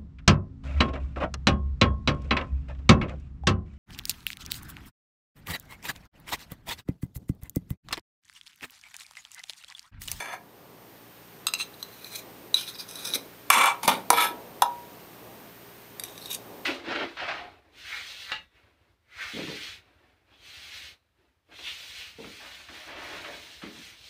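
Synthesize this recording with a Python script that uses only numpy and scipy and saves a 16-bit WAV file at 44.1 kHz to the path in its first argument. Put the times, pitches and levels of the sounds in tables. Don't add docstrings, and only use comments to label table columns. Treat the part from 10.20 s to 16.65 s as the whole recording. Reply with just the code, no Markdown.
import sys
import numpy as np
from scipy import signal
from scipy.fft import rfft, irfft
from scipy.io import wavfile

SR = 44100
rng = np.random.default_rng(int(sys.argv[2]) if len(sys.argv) > 2 else 0)


def elevation(decibels):
    levels = np.asarray(decibels, float)
    return 10 ** (levels / 20)


def put_to_file(sound):
    columns = np.atleast_2d(sound).T
    safe = np.clip(columns, -1, 1)
    whole_steps = np.round(safe * 32767)
    wavfile.write(sys.argv[1], SR, whole_steps.astype(np.int16))


N = 284445


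def can():
    edges_hz = [520, 1050, 1700, 4500, 15600]
    # start in seconds, wall level in dB, base against it in dB, brightness in dB.
    knocks_at = [
        [(0.0024, -40.5, 0, 10.5), (0.084, -41, 2, -3), (0.136, -38, 9, 2)],
        [(3.3019, -4.5, -9.5, 3), (3.371, -11, -14, -12), (3.384, -24, -7, 0), (3.396, -22, -9, -6),
         (3.411, -20, -16, -1), (3.44, -13, -14, -2), (3.458, -18.5, -15, 5.5), (3.483, -18, -18, -12)],
        [(3.6316, -26.5, 2.5, 6), (3.6775, -13, 0.5, 5.5)],
        [(3.903, -6, 1.5, 5.5), (3.93, -20.5, 8, 5.5)],
        [(4.4206, -14, 10, 8.5)],
    ]
    # time of full pressure in seconds, hold in seconds,
    # wall level in dB, lift-off in seconds for 30 dB, rasp in dB.
    strokes_at = [
        [(0.0, .01, -38.5, 0.11, 2), (0.04, 0.021, -46, 0.1, -7), (0.086, .03, -45, 0.08, -2),
         (0.128, 0.02, -43, 0.03, -6)],
        [(3.316, 0.038, -21.5, 0.05, 3), (3.375, 0.11, -23, 0.0648, -2), (3.51, 0.0059, -49, 0.18, -24)],
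        [(3.637, .022, -35.5, -0.04, 8.5), (3.683, 0.0011, -20.5, 0.097, 0), (3.7, 0.0044, -35.5, 0.15, -2)],
        [(3.915, 0.047, -34.5, 0.07, 3), (3.972, 0.024, -27.5, 0.0969, -3.5), (4.005, 0.036, -26, 0.0755, 5)],
    ]
    # frequency in Hz, t60 in seconds.
    shell_rings = [(548, .7), (824, .13), (904, .22), (956, .62)]
    shell_db = [(-19, -22, -18, -12.5, -18), (-5, -7.5, -13, -2, 0), (-5, -6, 0.5, -3, 0),
                (-8, -11, -11, -4.5, -1)]
    wall_hz = [760, 1140, 1310, 1385, 1500, 1690, 1800, 2240, 2320, 2380, 2640, 2810, 3110, 3450, 3750,
               4240, 5200, 5610, 6260, 7480, 8090, 8740, 9300, 10500, 11250, 12400]
    # width in Hz, then level in dB at each of the five places.
    wall_modes = [(55, 3.5, -16, -12, -3, -42), (61, -2, 7.5, 4.5, -14, -28), (55, 5, 5, -8.5, 6.5, -9.5),
                  (55, -5, -9, -3, -14, -15), (55, -11, -11, -11, -5, -16), (58.6, 4.5, -2, -4, -2, -17),
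                  (45, -7, -8, -12, -3, -4), (70.4, -13, -29, -5, -5, -24), (54.7, 0, 4.5, -2, -2, -11),
                  (54.6, -11, 6.5, 0, -1, -20), (55, -4, 4, -13, -6, -20), (60, -19, 1.5, -17, -3, -6),
                  (55, -12, 0.5, 1.5, -3, -32), (91, -4.5, 2, 0, -4, -3), (60, -24, -6, -0.5, -3, -2),
                  (55, -11, -4.5, -6.5, -4, -23), (60, -20, -8, -5, -1, -1), (60, -8, -2, -10, -4.5, -18),
                  (59.4, 6, -2, 1, -1.5, 3.5), (110, -5, -1, -3, -3.5, -4), (80, -10, 3, -3, -3, -11),
                  (120, -6, -1, -4, -1, -6), (120, -9, -10, -9, -1.5, -22), (80, -1.5, -4, 0, 5.5, -4),
                  (90, -11, -5, 0, -2, 4), (200, -14, -15, -1.5, 1.5, -5)]
    rub_db = [-4, -2, -3.5, -8.5]
    rasp_share = [-0.051, -0.18, 0.41, 0.92]
    keeps = [(0.81, 0.4), (0.82, 0.48), (0.62, 0.15), (0.31, 0.68), (0.84, .55)]
    touch = (rub_db, rasp_share, 0.017)
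    slips = friction(per_s=4000, uneven_db=3, stutter_db=1.5)
    out = np.zeros(N)
    for place, (knocks, strokes) in enumerate(zip(knocks_at, strokes_at + [[]])):
        shell = [(hz, db[place], t60) for (hz, t60), db in zip(shell_rings, shell_db)]
        peaks = [(hz, width, db[place]) for hz, (width, *db) in zip(wall_hz, wall_modes)]
        modes = shell + as_modes(peaks, narrowing=1.4)
        out += vessel(modes, edges_hz, struck(knocks, upper_db=-5), strokes, touch, slips,
                      crack_db=[-6, 3, 9, 15], crack_s=0.012, rattle=0.06, keeps=keeps[place], grit_db=-8)
    return out


def tin():
    edges_hz = [1000, 3100, 4500, 7200, 15600]
    # frequency in Hz, width in Hz, level in dB.
    peaks_empty = [(1280, 150, -16), (2670, 39, -8), (2723, 46, -3.5), (3320, 110, -12), (3620, 160, -7),
                   (3960, 49, 2.5), (4070, 90, -7), (5020, 99, -8), (5680, 42, -10.5), (6300, 37, -3.5),
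                   (6620, 60, -12), (8050, 140, -2), (11580, 170, -11)]
    peaks_dabbed = [(2470, 85, -9.5), (4000, 44, -14), (4050, 130, 2), (4860, 64, -20), (5740, 130, -16),
                    (6370, 71, -14), (8000, 130, -8.5), (10800, 98, -8), (11970, 210, -8)]
    peaks_half = [(2460, 55, -12.5), (3910, 100, 8), (5280, 230, -10), (5960, 620, -6), (8150, 120, -7.5),
                  (10270, 76, -10.5), (10800, 63, -15), (11020, 50, -8), (3980, 150, -7), (13500, 63, -16)]
    peaks_full = [(2390, 110, -17), (3780, 48, 11), (4020, 87, -9), (4670, 150, -14.5), (5970, 93, -16),
                  (7640, 110, -5.5), (8070, 97, 1.5), (8830, 74, -1), (9750, 130, -3), (10760, 330, -3),
                  (11300, 290, -4), (12270, 170, -3)]
    # start in seconds, main ring in dB, low band against it in dB, brightness in dB.
    taps_empty = [(1.268, -14.5, -2, 0.5), (1.284, -24.5, 4, -1), (1.3366, -19, -1.5, 3),
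                  (1.3494, -28, 4, -9), (1.3996, -30, 7.5, -10), (1.408, -27.5, 5, -8)]
    taps_dabbed = [
        (1.6275, -18, -14, -5.5),
        (1.845, -31.5, -11, 0.5),
    ]
    taps_half = [(2.3426, -8.5, -17.5, -4.5), (2.3676, -19, -23, -30), (2.4765, -32, -7, -2.5),
                 (2.555, -36.5, 0, -16), (2.596, -38, 1, -2), (2.71, -43, 0, 14), (2.756, -36, -9, 8.5),
                 (2.855, -29, -21, -10), (2.903, -25, -8, -7), (2.9366, -17.5, -13, -8),
                 (2.9532, -33, -4, 7.5)]
    taps_full = [(5.7965, -28.5, -2.5, 5), (5.8365, -28.5, -2, 6), (5.885, -35, -10, -14),
                 (5.9778, -34, -3, -1.5), (6.0578, -33, -17, 0), (6.076, -45, -14, -10),
                 (6.103, -41, -16, -6), (6.112, -36, -14, -12), (6.1294, -44.5, -6, 20),
                 (6.1464, -33, -24, 9)]
    # time of full pressure in seconds, hold in seconds,
    # main ring in dB, lift-off in seconds for 30 dB, rasp in dB.
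    wipes_empty = [
        (1.394, 0.02, -33, 0.045, -5),
    ]
    wipes_dabbed = [(1.54, 0.0062, -52, 0.0092, -12), (1.6, .02, -55, .02, 0),
                    (1.68, 0.011, -56, 0.017, -5), (1.72, 0.15, -55, .05, -1),
                    (1.864, 0.064, -53.5, 0.16, 3), (1.929, 0.0089, -48, 0.077, -6),
                    (1.953, 0.012, -39.5, 0.057, 2), (1.988, 0.0064, -45.5, 0.023, 3.5)]
    wipes_half = [(2.361, 0.054, -37.5, 0.1, 0.5), (2.479, 0.016, -39, 0.054, -4),
                  (2.557, 0.0034, -41, 0.013, -7), (2.597, 0.0055, -38.5, 0.065, 1),
                  (2.687, 0.082, -52.5, 0.023, 10.5), (2.78, 0.018, -43, 0.33, 0.5),
                  (2.853, .01, -41.5, 0.18, 10), (2.948, 0.0096, -29, 0.015, 3),
                  (2.975, .01, -62, 0.045, 4)]
    wipes_full = [(5.85, .005, -45, 0.041, -4), (5.884, 0.076, -58.5, 0.037, 6),
                  (5.984, 0.0045, -48, .04, -3), (6.01, .04, -58, 0.056, 12), (6.06, .006, -50, 0.1, 5),
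                  (6.112, 0.0045, -36.5, 0.033, -1), (6.129, 0.0031, -43, 0.021, 4),
                  (6.148, 0.0055, -42.5, 0.021, 8)]
    rub_db = [-8.5, -3.5, -7, -3.5]
    rasp_share = [0.33, 0.041, 0.68, 0.62]
    touch = (rub_db, rasp_share, 0.03)
    slips = friction(per_s=8000, uneven_db=3.5, stutter_db=1.6)
    fillings = [(peaks_empty, taps_empty, wipes_empty), (peaks_dabbed, taps_dabbed, wipes_dabbed),
                (peaks_half, taps_half, wipes_half), (peaks_full, taps_full, wipes_full)]
    out = np.zeros(N)
    for peaks, taps, wipes in fillings:
        modes = as_modes(peaks, narrowing=1.5)
        out += vessel(modes, edges_hz, struck(taps, upper_db=-5.5), wipes, touch, slips,
                      crack_db=[2.4, 6.7, 2.3, 6], crack_s=0.006, rattle=0.15, keeps=(0.9, 0.3), grit_db=2.5)
    return out


def vessel(modes, edges_hz, hits, strokes, touch, slips, crack_db, crack_s, rattle, keeps, grit_db):
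    rows = np.array(hits)
    starts = [hits[0][0]] + [row[0] - 0.05 for row in strokes]
    ends = [hits[-1][0]] + [row[0] + row[1] for row in strokes]
    first = max(int(min(starts) * SR) // 2048 * 2048, 0)
    last = min(N, int(max(ends) * SR) // 2048 * 2048 + 22000)
    size = last - first
    out = np.zeros(N)

    lag = np.arange(160)
    contact = rattle * rng.standard_normal((len(rows), len(lag))) * np.exp(-lag / 40)
    contact[:, 0] = 1
    at = (np.ceil(rows[:, :1] * SR).astype(int) + lag).ravel() - first

    knocked, held = ([(hz, db, np.clip(share, 0.15, 1) * t60) for hz, db, t60 in modes] for share in keeps)
    gains = pressure(strokes, np.arange(first, last) / SR, *touch)
    for k, rub in enumerate(gains):
        low_hz, high_hz = edges_hz[k], edges_hz[k + 1]
        free = response(knocked, low_hz, high_hz, crack_db[k], crack_s, spread_db=0.5)
        since = np.arange(len(free)) / SR
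        free = free * (1 + 3.3 * np.exp(-(since / 0.011) ** 2))
        level = elevation(rows[:, 1:2] + rows[:, k + 2:k + 3])
        blows = np.bincount(at, (contact * level).ravel(), size)
        out[first:last] += signal.fftconvolve(blows / np.abs(free).max(), free)[:size]
        if not strokes:
            continue
        spots = elevation(9.1 * np.array([drift(10.4, size) for spot in range(3)]))
        for weight in spots / np.linalg.norm(spots, axis=0):
            answer = response(held, low_hz, high_hz, crack_db[k] + grit_db, crack_s, spread_db=2.5)
            drive = weight * rub * slips[first:last]
            out[first:last] += signal.fftconvolve(drive, answer)[:size] / np.linalg.norm(answer)
    return out


def struck(hits, upper_db):
    return [(s, db, low, 0, bright + upper_db, bright) for s, db, low, bright in hits]


def as_modes(peaks, narrowing):
    return [(hz, db + 20 * np.log10(width / 50), narrowing * 2.2 / width) for hz, width, db in peaks]


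def response(modes, low_hz, high_hz, crack_db, crack_s, spread_db):
    t = np.arange(SR // 2) / SR
    crack = rng.standard_normal(len(t)) * elevation(-60 * t / crack_s)
    out = elevation(crack_db) * band(crack, max(low_hz, 700), high_hz)
    for hz, db, t60 in modes:
        luck = spread_db * rng.standard_normal(2)
        if low_hz <= hz < high_hz:
            envelope = elevation(db + luck[0] - 60 * t / t60) * (1 - np.exp(-hz * t / 1.2))
            out += envelope * np.sin(2 * np.pi * hz * (1 + 0.0012 * luck[1]) * t)
    return out


def friction(per_s, uneven_db, stutter_db):
    sizes = elevation(uneven_db * np.minimum(rng.exponential(1, N), 4)) * rng.choice([-1, 1], N)
    slipping = rng.random(N) < per_s / SR
    return unit(sizes * slipping * elevation(stutter_db * drift(60)))


def pressure(strokes, t, rub_db, rasp_share, press_s):
    out = np.zeros((4, len(t)))
    for s, hold_s, db, lift_s, rasp_db in strokes:
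        pressing = np.maximum(s - t, 0) / press_s
        lifting = np.maximum(t - s - hold_s, 0) / max(lift_s, 0.003)
        colour_db = np.array(rub_db) + rasp_db * np.array(rasp_share)
        out += elevation(db - 30 * np.minimum(pressing + lifting, 6) + colour_db[:, None])
    return out


def hollow():
    # start in seconds, length in seconds, first frequency in Hz, last frequency in Hz, level in dB.
    slides = [
        (2.361, 0.14, 3800, 3050, -35),
        (2.537, 0.045, 5100, 4850, -39.5),
        (2.586, 0.066, 4880, 4810, -36),
        (6.007, 0.13, 3960, 4330, -46),
    ]
    out, flutter = np.zeros(N), drift(260)
    for s, length_s, from_hz, to_hz, db in slides:
        u = np.linspace(0, 1, int(length_s * SR))
        i = int(s * SR)
        hz = to_hz + (from_hz - to_hz) * (1 - u) ** 5.4
        swell = np.sin(np.pi * u ** 0.38) ** 2
        tone = np.sin(2 * np.pi * np.cumsum(hz) / SR)
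        out[i:i + len(u)] += elevation(db) * swell * flutter[i:i + len(u)] * tone
    return out


def thuds():
    # start in seconds, peak in dB, frequency in Hz, t60 in seconds.
    pushes = [(2.957, -26, 470, 0.028), (2.957, -34.5, 272, 0.099), (3.647, -29, 220, 0.051),
              (3.679, -21, 200, 0.071), (3.681, -8, 567, 0.018), (3.727, -23.5, 244, 0.037),
              (3.902, -17.5, 325, 0.026), (3.907, -29, 467, 0.3), (3.7, -26, 240, 0.06)]
    t, out = np.arange(N) / SR, np.zeros(N)
    for s, db, hz, t60 in pushes:
        since = np.maximum(t - s, 0)
        envelope = elevation(db - 60 * since / t60) * (1 - np.exp(-since / 0.0011))
        out += envelope * np.sin(2 * np.pi * hz * since)
    return out


def room(x):
    # frequency in Hz, t60 in seconds.
    decay = [(200, 0.48), (1000, 0.26), (4000, 0.16), (12000, 0.11)]
    t = np.arange(SR // 2) / SR
    edges_hz = np.r_[100 * 2 ** np.arange(7), 16000]
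    tail = np.zeros(len(t))
    for low_hz, high_hz in zip(edges_hz[:-1], edges_hz[1:]):
        t60 = at_hz(decay, np.sqrt(low_hz * high_hz))
        tail += band(rng.standard_normal(len(t)), low_hz, high_hz) * elevation(-60 * t / t60)
    tail *= 1 - np.exp(-t / 0.00037)
    return signal.fftconvolve(x, tail / np.linalg.norm(tail))[:N]


def background():
    # frequency in Hz, level in dB per Hz.
    hiss_spectrum = [(410, -44), (750, -10.5), (1480, -1.5), (2030, -3.5), (2970, -6), (6600, -13),
                     (7300, -9.5), (7900, -14), (8300, -13), (10200, -15), (12300, -11), (13300, -8),
                     (15000, -5.5), (16500, -36)]
    # frequency in Hz, level in dB per Hz.
    rumble_spectrum = [(15, -45), (25, -17), (69, -16), (107, -4), (177, -2), (412, -1), (517, -2),
                       (1200, -8), (1560, -32), (2640, -120)]
    # multiple of the motor's rate, level in dB against the rumble.
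    orders = [(1, -20.5), (2, -11.5), (3, -11.5), (4, -16), (5, -15), (6, -16.5), (7, -11)]
    # time in seconds, level in dB, half width in seconds.
    swells = [
        (0.0, 10, 0.12),
        (2.17, 3.5, 0.22),
        (2.95, 6, 0.13),
        (3.39, 16.5, 0.098),
        (3.74, 15, 0.079),
        (4.05, 10.5, 0.16),
        (6.4, 4, 0.31),
    ]
    motor_hz = 57.95
    t = np.arange(N) / SR
    early = np.exp(-t / 0.53)
    hiss_db = -61.5 - 11.5 * early
    rumble_db = -48.5 - 10 * early
    swell_db = sum(db * np.exp(-((t - s) / width) ** 2) for s, db, width in swells)
    hiss = elevation(hiss_db) * (elevation(9.5) * coloured(hiss_spectrum) + whine())
    hum = sum(elevation(db) * np.sin(2 * np.pi * (k * motor_hz * t + rng.random())) for k, db in orders)
    rumble = coloured(rumble_spectrum)
    rumble = rumble + (elevation(swell_db) - 1) * band(rumble, 184, 1040)
    return hiss + elevation(rumble_db) * (elevation(-2.5 + 1.9 * drift(1.7)) * rumble + hum)


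def whine():
    frame_hz, frame_start_s, whine_hz, whistle_hz = 29.97, 0.0048, 14462.5, 8183
    t = np.arange(N) / SR
    since = (t - frame_start_s) % (1 / frame_hz)
    tick = elevation(-3) * np.exp(-since / 0.0003) * np.sin(2 * np.pi * 13400 * since)
    tone = np.sin(2 * np.pi * whine_hz * since)
    return elevation(5) * (tone + tick) + elevation(-5.5) * np.sin(2 * np.pi * whistle_hz * t)


def coloured(spectrum):
    hz = np.arange(1, N // 2 + 2) * SR / N
    return unit(irfft(rfft(rng.standard_normal(N)) * elevation(at_hz(spectrum, hz)), N))


def drift(rate_hz, size=N):
    r = np.exp(-2 * np.pi * rate_hz / SR)
    settle = SR // 4
    return unit(signal.lfilter([1], [1, -2 * r, r * r], rng.standard_normal(size + settle))[settle:])


def band(x, low_hz, high_hz):
    return signal.sosfilt(signal.butter(2, [low_hz, high_hz], "band", fs=SR, output="sos"), x)


def at_hz(points, hz):
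    table_hz, values = np.array(points).T
    return np.interp(np.log(hz), np.log(table_hz), values)


def unit(x):
    return x / np.sqrt(np.mean(x ** 2) + 1e-20)


def scene():
    metal = can() + tin() + hollow()
    metal = signal.sosfilt(signal.butter(4, 480, "high", fs=SR, output="sos"), metal)
    metal = signal.sosfilt(signal.butter(2, 15000, fs=SR, output="sos"), metal)
    near = metal + thuds()
    return (near + elevation(-10.5) * room(near) + background())[None]


def band_limit(x):
    return signal.sosfilt(signal.butter(12, 16360, fs=SR, output="sos"), x)


def record(dry):
    # frequency in Hz, width in Hz, share taken out.
    dips = [
        (7200, 460, 0.8),
        (8020, 230, 0.81),
    ]
    heard = dry.copy()
    for hz, width, share in dips:
        heard -= share * signal.lfilter(*signal.iirpeak(hz, hz / width, fs=SR), dry)
    cut = signal.sosfilt(signal.ellip(10, 0.5, 60, 15700, fs=SR, output="sos"), heard)
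    return band_limit(1.746 * np.tanh(cut / 1.852))


dry = scene()
out = record(dry)
put_to_file(out)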